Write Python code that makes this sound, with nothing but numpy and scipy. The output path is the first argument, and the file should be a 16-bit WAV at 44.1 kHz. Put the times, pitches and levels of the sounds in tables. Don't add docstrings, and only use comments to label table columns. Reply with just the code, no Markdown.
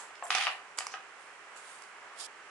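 import sys
import numpy as np
from scipy import signal
from scipy.fft import rfft, irfft, next_fast_len
from scipy.io import wavfile

SR = 44100
rng = np.random.default_rng(int(sys.argv[2]) if len(sys.argv) > 2 else 0)


def unload_audio(sound):
    columns = np.transpose(np.atleast_2d(sound))
    steps = np.round(np.clip(columns, -1, 1) * 32767)
    wavfile.write(sys.argv[1], SR, steps.astype(np.int16))


N = 110250

# (frequency [Hz], level [dB])
CRACKLE_SPECTRUM = [(300, -38), (1500, -13), (4000, -26), (6000, -11), (7700, 0), (9000, -4.5), (11000, -5)]
FINGER_PAN_DB = -5


def amp(db):
    return 10 ** (np.asarray(db) / 20)


def unit(x):
    return x / np.sqrt(np.mean(x ** 2) + 1e-20)


def along(points, hz):
    freqs, values = np.transpose(points)
    return np.interp(np.log(hz + 1), np.log(freqs + 1), values)


def pan(db):
    return amp(np.array([[.5], [-.5]]) * db)


def filtered(x, response):
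    n = x.shape[-1]
    size = next_fast_len(n + 4096)
    return irfft(rfft(x, size) * response(np.fft.rfftfreq(size, 1 / SR)), size)[..., :n]


def stereo(pair, spectrum=((1, 0), (2, 0))):
    # (frequency [Hz], left-right correlation)
    likeness = [(60, 0.92), (500, 0.91), (1200, 0.74), (2500, 0.12), (10000, 0.1)]

    def response(hz):
        angle = np.arccos(along(likeness, hz)) / 2
        return amp(along(spectrum, hz)) * [np.cos(angle), np.sin(angle)]
    mid, side = filtered(pair, response)
    return unit(np.array([mid + side, mid - side]))


def add(out, start, x):
    i = max(0, round(start * SR))
    out[:, i:i + x.shape[1]] += x[:, :N - i]


def swell(start, rise, hold, fall, db):
    t = np.arange(N) / SR - start
    below_peak = np.maximum(0, 1 - t / rise) + np.maximum(0, (t - rise - hold) / fall)
    return amp(db - 21 * below_peak)


def room_response():
    # (frequency [Hz], t60 [s])
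    decay = [(150, 0.16), (800, 0.38), (2500, 0.33), (5000, 0.3), (11000, 0.084)]
    hz, t, bands = signal.stft(stereo(rng.standard_normal((2, SR // 2))), SR, nperseg=256)
    tail = signal.istft(bands * amp(-60 * t / along(decay, hz)[:, None]), SR, nperseg=256)[1]
    predelay = round(.008 * SR)
    return np.pad(tail / np.linalg.norm(tail[0]), ((0, 0), (predelay, 0)))


def friction(strokes, spectrum, slips_per_s, slip_db, pan_db=FINGER_PAN_DB):
    envelope = sum(swell(*stroke) for stroke in strokes)
    slips = unit((rng.random(N) < slips_per_s / SR) * rng.standard_normal((2, N)))
    texture = rng.standard_normal((2, N)) + amp(slip_db) * slips
    return pan(pan_db) * envelope * stereo(texture, spectrum)


def impacts(contacts, modes, spectrum, crack_db, crack_t60, wet_db, low_cut_hz):
    # (frequency [Hz], pan [dB])
    lean = [(200, -1.5), (630, 0), (1150, -2.5), (2000, -6), (3600, -5.5), (7000, -9)]
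    out, t = np.zeros((2, N)), np.arange(SR // 10) / SR
    attack = 1 - np.exp(-t / 0.00013)
    for start, db, bright_hz, pitch, pan_db, sustain in contacts:
        ring = np.zeros_like(t)
        for k, (hz, mode_db, t60) in enumerate(modes):
            decay = amp(mode_db + rng.normal(0, 2.53) - 60 * t / (t60 * sustain))
            ring += (-1) ** k * decay * np.sin(2 * np.pi * hz * pitch * t)
        crack = amp(crack_db - 60 * t / crack_t60) * stereo(rng.standard_normal((2, len(t))), spectrum)
        softness = signal.butter(2, bright_hz, fs=SR)
        hit = amp(db) / 2 * signal.lfilter(*softness, (ring + crack) * attack)
        reverb = signal.fftconvolve(hit, room_response(), axes=1)
        add(out, start, pan(pan_db) * hit)
        add(out, start, pan(pan_db / 2) * amp(wet_db) * reverb)
    out = signal.lfilter(*signal.butter(2, low_cut_hz, 'high', fs=SR), out)
    return filtered(out, lambda hz: pan(along(lean, hz)))


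def room_tone():
    # (frequency [Hz], level [dB])
    spectrum = [(25, -32), (60, -34), (110, -23.5), (200, -19.5), (270, -16), (330, -11), (470, -8),
                (700, -4.5), (1250, 0), (1900, -2), (2850, -8.5), (3700, -18.5), (8000, -20),
                (11000, -30.5)]
    # (frequency [Hz], pan [dB])
    lean = [(100, 0.5), (450, -0.5), (1200, -3), (3000, -5.5), (9000, -8)]
    air = filtered(stereo(rng.standard_normal((2, N)), spectrum), lambda hz: pan(along(lean, hz)))
    drift = np.cumsum(rng.normal(0, 0.024, N))
    hum = np.sin(2 * np.pi * 414 * np.arange(N) / SR + drift)
    return amp(-51.5) * air + amp(-69) * hum


def palm_glides():
    # (time [s], rise [s], hold [s], fall [s], level [dB])
    glides = [(-.02, 0.0097, 0.011, 0.28, -49.5), (1.35, 0.21, 0.06, 0.38, -55.5),
              (1.75, 0.326, 0.16, 0.066, -55.5)]
    # (frequency [Hz], level [dB])
    spectrum = [(60, -31), (200, -23), (600, -2.5), (1200, 4), (2400, -8), (4000, -16), (11000, -41)]
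    return friction(glides, spectrum, slips_per_s=608, slip_db=-6, pan_db=-2)


def sticker_wipes():
    # (time [s], rise [s], hold [s], fall [s], level [dB])
    wipes = [(1.15, 0.046, 0.054, 0.29, -65), (1.48, 0.2, 0.06, 0.26, -54.5)]
    # (frequency [Hz], level [dB])
    spectrum = [(300, -33), (1500, -9), (3500, 1.5), (5500, -2.5), (7600, 3), (9500, 5), (11000, -5)]
    return friction(wipes, spectrum, slips_per_s=800, slip_db=-6)


def paper_brush():
    # (time [s], rise [s], hold [s], fall [s], level [dB])
    strokes = [(2.158, 0.045, 0.062, 0.0068, -43.5), (2.175, .03, 0.0044, 0.027, -51)]
    # (frequency [Hz], level [dB])
    spectrum = [(80, -36), (300, -17), (1400, -9), (2500, -6), (3550, 2), (4200, 0), (5050, 6),
                (6000, -2.5), (7800, 2), (9500, 0), (11000, -3)]
    return friction(strokes, spectrum, slips_per_s=1450, slip_db=-5, pan_db=-8)


def finger_rubs():
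    # (time [s], rise [s], hold [s], fall [s], level [dB])
    rubs = [(-.01, 0.0049, 0.0083, 0.12, -46), (.772, 0.003, 0.024, 0.13, -44),
            (1.555, 0.0085, 0.013, 0.11, -52)]
    # (frequency [Hz], level [dB])
    spectrum = [(300, -35), (1500, -12), (3500, -3), (5500, -4), (7600, 7), (9000, -1.5), (11000, -3)]
    return friction(rubs, spectrum, slips_per_s=806, slip_db=-8)


def skin_squeak():
    drift = np.cumsum(rng.normal(0, .03, N))
    envelope = swell(start=.235, rise=.004, hold=.005, fall=.012, db=-40)
    tone = envelope * np.sin(2 * np.pi * 7570 * np.arange(N) / SR + drift)
    reverb = signal.fftconvolve(tone[None], room_response(), axes=1)[:, :N]
    return pan(FINGER_PAN_DB) * (tone + amp(-17) * reverb)


def desk_thuds():
    # (time [s], level [dB])
    thuds = [(.305, -64), (.35, -68), (.469, -77)]
    # (frequency [Hz], level [dB])
    spectrum = [(25, -3), (70, 2), (150, -3), (400, -12), (1500, -50)]
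    t, attack_s, t60 = np.arange(N) / SR, 0.0036, 0.1
    envelope = sum(amp(db - 60 * np.abs(t - start) / t60) * np.clip((t - start) / attack_s, 0, 1)
                   for start, db in thuds)
    return envelope * stereo(rng.standard_normal((2, N)), spectrum)


def pouch_skid():
    # (time [s], rise [s], hold [s], fall [s], level [dB])
    skids = [(.885, 0.036, 0.0087, 0.062, -48.5)]
    # (frequency [Hz], level [dB])
    spectrum = [(100, -31), (1000, -6), (3500, -6), (5000, -1), (6000, 2.5), (7200, -8), (9000, -15),
                (11000, -21)]
    return friction(skids, spectrum, slips_per_s=680, slip_db=0)


def film_crackle():
    # (time [s], rise [s], hold [s], fall [s], level [dB])
    flexes = [(.232, 0.0071, 0.046, 0.082, -50), (.49, 0.018, 0.017, 0.1, -53.5)]
    return friction(flexes, CRACKLE_SPECTRUM, slips_per_s=300, slip_db=0)


def crease_pops():
    # (time [s], level [dB])
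    pops = [(.2535, -35.5), (.2662, -41), (.273, -42)]
    t, t60 = np.arange(N) / SR, 0.016
    envelope = sum(amp(db - 60 * np.abs(t - start) / t60) * (t >= start) for start, db in pops)
    return pan(FINGER_PAN_DB) * envelope * stereo(rng.standard_normal((2, N)), CRACKLE_SPECTRUM)


def film_crinkle():
    # (time [s], rise [s], hold [s], fall [s], level [dB])
    crinkles = [(.307, 0.0064, 0.13, 0.096, -35)]
    # (frequency [Hz], level [dB])
    spectrum = [(100, -48), (450, -36), (750, -22), (1500, -1), (2400, 2), (3200, 2.5), (4000, -5),
                (5200, -14), (7500, -20.5), (9200, -13), (11000, -18)]
    return friction(crinkles, spectrum, slips_per_s=900, slip_db=0, pan_db=-3)


def stud_clicks():
    # (time [s], level [dB], brightness [Hz], pan [dB])
    clicks = [(0.781, -32.5, 4000, -14), (0.7867, -12.5, 13300, 3.5), (.868, -21.5, 10100, 2.5),
              (1.573, -39, 12000, 1), (1.8209, -43, 12000, -20), (1.8373, -39, 10000, -3)]
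    # (frequency [Hz], level [dB], t60 [s])
    modes = [(1074, -3.5, 0.0094), (2290, -11.5, 0.011), (4710, -3, 0.008), (5460, -9, 0.0041),
             (6750, -7, 0.0051), (7250, -4, 0.0035)]
    # (frequency [Hz], level [dB])
    spectrum = [(100, -40), (550, -9), (1100, -7), (1600, -1), (2500, 0), (3900, -13), (4850, 5),
                (6000, -0.5), (7200, -2), (11000, -3)]
    contacts = [(start, db, bright_hz, 1, pan_db, 1) for start, db, bright_hz, pan_db in clicks]
    return impacts(contacts, modes, spectrum, crack_db=-1, crack_t60=0.018, wet_db=-10, low_cut_hz=390)


def pouch_knocks():
    # (time [s], level [dB], brightness [Hz], pitch [ratio], pan [dB])
    knocks = [(.106, -34.5, 1950, 1, 8), (.154, -37.5, 6000, 1.1, 0), (.2243, -13.5, 980, 0.92, 5),
              (0.2275, -21.5, 900, 0.686, 2), (.267, -33.5, 4000, 0.69, 8), (.3041, -8, 4460, 1.003, 1),
              (.3494, -8.5, 5300, 1.016, 0), (.3523, -17.5, 5660, 1.01, 4), (0.3826, -16.5, 6060, 1.012, 1),
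              (.409, -16.5, 5740, 0.99, 5), (.424, -17.5, 5500, 1.05, 5), (0.4357, -20, 5200, 1, 4),
              (0.444, -24, 4900, 1.05, 0), (.4512, -20, 4420, 1, -3), (.4683, -11.5, 2820, .97, 12),
              (0.4744, -14.5, 2330, 1.028, -3.5), (0.4774, -16, 2170, 0.84, 3),
              (.783, -29.5, 3500, 0.95, 0), (.806, -18, 2330, 1, 6), (.815, -26, 1210, 0.98, 4),
              (.9392, -19, 2220, 1.02, 5), (.943, -22.5, 1510, 1.01, 5)]
    # (frequency [Hz], level [dB], t60 [s])
    modes = [(755, -12.5, 0.057), (1208, -7.5, 0.029), (1564, -9, 0.018), (1888, -10.5, 0.031),
             (2443, -3, 0.013), (2970, -8, 0.024), (3460, -14.5, 0.011), (4700, -12, 0.025)]
    # (frequency [Hz], level [dB])
    spectrum = [(200, -14.5), (420, -15), (750, -38), (2600, -3), (4200, -6), (6500, -6), (8500, -10),
                (11000, -6.5)]
    release_s, held_sustain = 0.88, 0.69
    contacts = [(start, *blow, held_sustain if start < release_s else 1) for start, *blow in knocks]
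    return impacts(contacts, modes, spectrum, crack_db=-2.5, crack_t60=.035, wet_db=-4, low_cut_hz=514)


def scene():
    pouch = pouch_knocks() + stud_clicks() + pouch_skid() + desk_thuds()
    film = film_crinkle() + film_crackle() + crease_pops()
    hands = finger_rubs() + skin_squeak() + sticker_wipes() + paper_brush() + palm_glides()
    return pouch + film + hands + room_tone()


def record(dry):
    left_lead_s, top_hz = 3.5e-5, 11060
    pair = filtered(dry, lambda hz: np.exp(1j * np.pi * hz * left_lead_s * np.array([[1], [-1]])))
    return filtered(pair, lambda hz: 1 / np.sqrt(1 + (hz / top_hz) ** 160))


dry = scene()
out = record(dry)
unload_audio(out)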